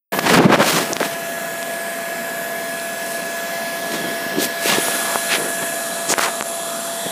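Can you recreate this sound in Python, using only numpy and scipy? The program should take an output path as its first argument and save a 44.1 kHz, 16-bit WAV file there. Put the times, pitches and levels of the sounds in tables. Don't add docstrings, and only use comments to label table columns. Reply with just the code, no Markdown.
import sys
import numpy as np
from scipy import signal
from scipy.fft import rfft, irfft, next_fast_len
from scipy.io import wavfile
from scipy.ndimage import uniform_filter1d, minimum_filter1d, map_coordinates

SR = 44100
rng = np.random.default_rng(int(sys.argv[2]) if len(sys.argv) > 2 else 0)


def transcribe(u):
    v = np.clip(np.atleast_2d(u).T, -1, 1)
    q = np.round(v * 32767).astype(np.int16)
    wavfile.write(sys.argv[1], SR, q)


N = 313551

# time_s, pitch_hz
BLADE_RATE = [(0, 337.8), (1.5, 337.5), (4, 338.2), (7.1, 337.8)]
# blade_rate_multiple, level_db
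FAINT_TONES = [(3, -45), (6, -68), (10, -56)]
# time_s, level_db
WHINE_LEVEL = [(.2, -28), (.9, -34), (1.35, -30), (3.8, -29), (5.03, -26.5), (5.95, -32), (6.45, -36.5),
               (6.9, -40.5)]

# time_s, nearness_0_to_1
NEARNESS = [(0, 0.16), (4.4, 0), (4.9, 0.63), (5.6, 0.97), (7.1, 1)]
# pitch_hz, relative_db
ROAR_COLOUR = [(20, -54), (70, -33), (120, -19.5), (170, -5.5), (230, -2.5), (340, -7), (480, -4.5),
               (720, -2.5), (890, -9), (1030, -3), (1220, -8), (1600, -52), (4000, -70)]
WHIR_COLOUR = [(100, -80), (1000, -42), (1300, 2), (1480, 4.5), (1850, 3), (2100, 2), (2700, -6),
               (3100, -3), (4000, -47)]
WHOOSH_COLOUR = [(100, -80), (2000, -10), (2800, -9), (3300, 1.5), (4300, 0), (5000, 0.5), (5900, -1),
                 (7000, -11.5), (9000, -40)]
FAR_HISS_COLOUR = [(100, -80), (4500, -3.5), (6300, -0.5), (8000, 1.5), (10000, -1), (13000, 2),
                   (15500, -4.5)]
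NEAR_HISS_COLOUR = [(100, -80), (5000, -5), (6300, -3), (7200, -3.5), (9000, 1.5), (10200, 3.5),
                    (11500, -3.5), (13000, -3), (15500, -16)]
# pitch_hz, relative_db
SPILL_COLOUR = [(60, -60), (220, 3), (500, -1), (850, -1), (1200, 8), (1450, -2.5), (2000, -34),
                (4000, -50)]
# time_s, level_db
WHOOSH_BASE = [(2.7, -42.5), (3.1, -38), (4.2, -33.5), (5.6, -38), (6.9, -34)]
# pitch_hz, width_hz, gain_db
HOUSING_RESONANCES = [(1090, 180, -5.5), (2305, 110, 3.5), (2634, 134, 8.5), (3352, 330, 7),
                      (4040, 130, 7.5), (5540, 91, 4), (7000, 300, 3), (8170, 250, 3), (9930, 200, 1.5),
                      (10170, 280, 6), (11640, 300, 3)]
# pitch_hz, width_hz, gain_db
FOLD_ECHO = [(2150, 400, -2.5), (2610, 220, 0), (5100, 690, -4.5), (7370, 1200, 7.5), (8700, 340, -1.5),
             (11400, 420, 1), (11650, 400, 2.5)]

# start_s, level_db, pitch_hz, length_cycles
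FOLD_SNAPS = [(.189, 5.5, 780, 1.7), (.559, 10, 1200, 2.6), (0.9326, 7, 6300, 9.9), (0.9673, 6, 2430, 1.7),
              (1.0028, -0.5, 1820, 0.55), (1.0297, -2.5, 1530, 4.1), (1.629, -6, 4000, 1.3),
              (2.799, -16, 3850, 7), (4.264, -15, 222, 3.3), (4.3828, -8, 332, 8.3), (4.657, -8, 420, 4.9),
              (4.7829, -5.5, 332, 5.3), (4.884, -6, 714, 3.7), (5.158, .5, 950, 3.3),
              (6.139, 7.5, 1740, 3.7), (6.1815, 1, 1120, 2.3), (6.1938, 7, 1300, 4.9),
              (6.410, 6, 1250, 1.1), (6.4246, -4.5, 1120, 3.4), (6.4248, 0.5, 7600, 8.3)]
# time_s, level_db
DRAG_LEVEL = [(.12, -27.5), (.24, -21.5), (.33, -12), (.39, -3.5), (.47, -13.5), (.56, -12.5), (.65, -20.5),
              (.78, -14), (.87, -26), (1.15, -30)]
# peak_s, rise_s, level_db, pitch_hz, sharpness_q
RUBS_AND_HISS = [(0.139, 0.011, -16, 681, 0.79), (0.16, .09, -28, 13780, 5.9),
                 (0.193, 0.003, -7.5, 2480, 0.2), (.27, 0.012, -12.5, 750, 0.35),
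                 (.3, 0.0055, -9.5, 1110, 0.4), (0.354, .014, -5, 1500, .6),
                 (0.445, 0.0092, -9.5, 760, 0.96), (0.463, .016, -3.5, 214, 1.4),
                 (0.506, 0.0094, -4, 298, 0.58), (0.536, .02, -6.5, 800, 0.71), (0.6, 0.012, -7, 450, .6),
                 (0.62, 0.019, -11, 1080, 0.79), (0.705, 0.037, -11, 4400, 0.093),
                 (0.916, 0.031, -24, 396, 0.7), (1.012, 0.0096, -14.5, 443, 0.88),
                 (1.053, 0.022, -23, 1800, 0.059), (3.112, 0.076, -31.5, 9600, 2.4),
                 (3.94, 0.029, -25, 2800, 0.19), (4.02, 0.17, -27.5, 307, 1.16),
                 (4.393, 0.072, -23.5, 340, 0.84), (4.425, 0.034, -21.5, 4400, 1.1),
                 (4.433, .033, -20.5, 13000, 1), (4.675, 0.056, -21.5, 12000, .8),
                 (4.706, 0.053, -15.5, 3250, 0.77), (4.73, 0.078, -21.5, 517, 0.21),
                 (4.925, 0.26, -28, 910, 0.4), (5.105, 0.076, -26, 1060, 2.2),
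                 (5.334, .035, -17, 2470, 0.92), (5.415, 0.1, -25, 445, 1.1),
                 (5.627, 0.017, -24, 600, 0.44), (6.111, 0.025, -15.5, 6800, 3),
                 (6.126, 0.043, -22, 710, 0.46), (6.224, .042, -15.5, 1370, 1.4),
                 (6.221, 0.031, -16, 6900, 0.66), (6.281, 0.019, -22.5, 1070, 1.8),
                 (7.066, 0.0075, -25.5, 380, 1.8)]
# pitch_hz, relative_db
NYLON_COLOUR = [(30, -18), (80, -10.5), (170, 9), (1500, 0.5), (5000, -3.5), (10000, -6.5), (15500, -11.5)]
# time_s, cover_0_to_1
MIC_COVER = [(.36, 0.3), (.395, 0.67), (.43, 0.54), (.48, 0.65), (.545, 0.49), (.585, 0.45), (.65, 0.11)]


def fan_blades(hum_db=-27):
    rate_hz = curves(BLADE_RATE)[0] + 0.085 * wobble(5.28)
    phase = 2 * np.pi * np.cumsum(rate_hz) / SR

    def tone(multiple, flutter):
        shake = 1 + flutter * (wobble(75) + 1j * wobble(75))
        return np.real(np.exp(1j * multiple * phase) * shake)

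    hum = amp(hum_db) * tone(2, flutter=0.027)
    whine = amp(curves(WHINE_LEVEL)[0]) * tone(5, flutter=0.22)
    return hum + whine + sum(amp(db) * tone(round(k), flutter=0.49) for k, db in FAINT_TONES)


def airflow():
    near = np.clip(curves(NEARNESS)[0], 0, 1)
    whir_db, whoosh_db, hiss_db = air_levels(near)
    roar = amp(-32.5 - 0.97 * near + 0.1 * wobble(3.8)) * rush(ROAR_COLOUR, patchy_db=1.0)
    spill = amp(-38) * near * rush(SPILL_COLOUR, patchy_db=5)
    whir = amp(whir_db) * rush(WHIR_COLOUR, patchy_db=2.0)
    whoosh = amp(whoosh_db) * rush(WHOOSH_COLOUR, patchy_db=2.0)
    far_hiss = np.sqrt(1 - near) * rush(FAR_HISS_COLOUR, patchy_db=2.6)
    near_hiss = np.sqrt(near) * rush(NEAR_HISS_COLOUR, patchy_db=1.7)
    hiss = amp(hiss_db + 0.13 * wobble(12)) * (far_hiss + near_hiss)
    air = roar + spill + whir + whoosh + hiss
    hollow_air = filtered(air, lambda hz: amp(bumps(FOLD_ECHO, hz)))
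    echo_share = near ** 4
    return (1 - echo_share) * air + echo_share * hollow_air


def air_levels(near, crossing_s=4.856, rise_s=0.14, fall_s=0.64):
    age_s = np.arange(N) / SR - crossing_s
    swell = np.exp(-np.where(age_s < 0, (age_s / rise_s) ** 2, age_s / fall_s))
    whir_db = -21 + 0.43 * curves(WHINE_LEVEL)[0] + 3 * swell
    whoosh_db = curves(WHOOSH_BASE)[0] + 6 * swell
    hiss_db = -32.5 + 2 * near + 9 * swell
    return whir_db, whoosh_db, hiss_db


def rush(colour, patchy_db):
    bands = signal.stft(rng.standard_normal(N), nperseg=512)[2]
    patches = uniform_filter1d(rng.standard_normal(bands.shape), size=4, axis=0)
    patches = uniform_filter1d(patches, size=40, axis=1)
    air = signal.istft(bands * amp(patchy_db * unit(patches)), nperseg=512)[1][:N]
    return unit(filtered(air, lambda hz: amp(along(colour, hz) + bumps(HOUSING_RESONANCES, hz))))


def fold_snaps(tick_strength=0.072, tick_s=0.0045, low_cut_hz=190):
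    out, t = np.zeros(N + SR), np.arange(SR // 20) / SR
    for start_s, level_db, pitch_hz, length_cycles in FOLD_SNAPS:
        angle = 2 * np.pi * pitch_hz * t
        swing = np.sin(angle) * angle * np.exp(-2 * angle / length_cycles)
        tick = tick_strength * rng.standard_normal(len(t)) * amp(-60 * t / tick_s)
        out[round(start_s * SR):][:len(t)] += amp(level_db) * (swing / np.abs(swing).max() + tick)
    return signal.sosfilt(signal.butter(2, low_cut_hz, "highpass", fs=SR, output="sos"), out[:N])


def opening_drag(catch_db=2.1, catches_per_s=35):
    pressed = np.clip(1.55 * curves(MIC_COVER)[0], 0, 1)
    level_db = np.interp(np.arange(N) / SR, *np.transpose(DRAG_LEVEL), right=-np.inf)
    light = np.sqrt(1 - pressed) * ring(grainy_noise(), pitch_hz=1500, sharpness_q=0.13)
    deep = np.sqrt(pressed) * ring(grainy_noise(), pitch_hz=273, sharpness_q=0.5)
    return amp(level_db + catch_db * wobble(catches_per_s)) * (light + deep)


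def rubs_and_hiss(fall_over_rise=1.07):
    out, t, noise = np.zeros(N), np.arange(N) / SR, grainy_noise()
    for peak_s, rise_s, level_db, pitch_hz, sharpness_q in RUBS_AND_HISS:
        progress = (t - peak_s) / np.where(t < peak_s, rise_s, rise_s * fall_over_rise)
        span = np.abs(progress) < 3
        swell = np.exp(-progress[span] ** 2)
        burst = np.roll(noise, rng.integers(N))[span]
        out[span] += amp(level_db) * swell * ring(burst, pitch_hz, sharpness_q)
    return out


def grainy_noise(clicks_per_s=2500, grain_share=0.37, judder_db=2):
    clicks = unit(rng.standard_normal(N) * (rng.random(N) < clicks_per_s / SR))
    noise = np.sqrt(grain_share) * clicks + np.sqrt(1 - grain_share) * rng.standard_normal(N)
    return noise * amp(judder_db * wobble(160))


def ring(noise, pitch_hz, sharpness_q):
    def response(hz):
        resonance = 1j * hz / (pitch_hz ** 2 - hz ** 2 + 1j * hz * pitch_hz / sharpness_q)
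        return amp(along(NYLON_COLOUR, hz)) * resonance

    return unit(filtered(noise, response))


def amp(db):
    return 10 ** (np.asarray(db) / 20)


def unit(x):
    return x / np.sqrt(np.mean(x ** 2) + 1e-20)


def along(colour, hz):
    pitch_hz, relative_db = np.transpose(colour)
    return np.interp(np.log(hz + 1), np.log(pitch_hz + 1), relative_db)


def bumps(rows, hz):
    return sum(db / (1 + (2 * (hz - centre) / width) ** 2) for centre, width, db in rows)


def curves(rows):
    time_s, *columns = np.transpose(rows)
    return [np.interp(np.arange(N) / SR, time_s, column) for column in columns]


def wobble(points_per_s):
    points = rng.standard_normal(int(N * points_per_s / SR) + 4)
    return map_coordinates(points, [np.arange(N) * points_per_s / SR])


def filtered(x, response):
    size = next_fast_len(len(x) + 8192)
    return irfft(rfft(x, size) * response(np.fft.rfftfreq(size, 1 / SR)), size)[:len(x)]


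def scene(muffle_hz=3800):
    sound = fan_blades() + airflow() + opening_drag() + rubs_and_hiss() + fold_snaps()
    cover = np.clip(curves(MIC_COVER)[0], 0, 1)
    muffled = filtered(sound, lambda hz: 1 / (1 + (hz / muffle_hz) ** 4))
    return np.tile((1 - cover) * sound + cover * muffled, (2, 1))


def record(dry, start_s=0.12, ceiling=0.83, release_db_per_s=150, top_hz=15550):
    t = np.arange(N) / SR
    sound = dry[0] * np.clip((t - start_s) * SR / 64, 0, 1)
    over_db = 20 * np.log10(np.maximum(np.abs(sound) / ceiling, 1))
    dip_db = np.maximum.accumulate(over_db + release_db_per_s * t) - release_db_per_s * t
    gain = uniform_filter1d(minimum_filter1d(amp(-dip_db), size=17), size=17)
    return np.tile(filtered(sound * gain, lambda hz: hz < top_hz), (2, 1))


dry = scene()
out = record(dry)
transcribe(out)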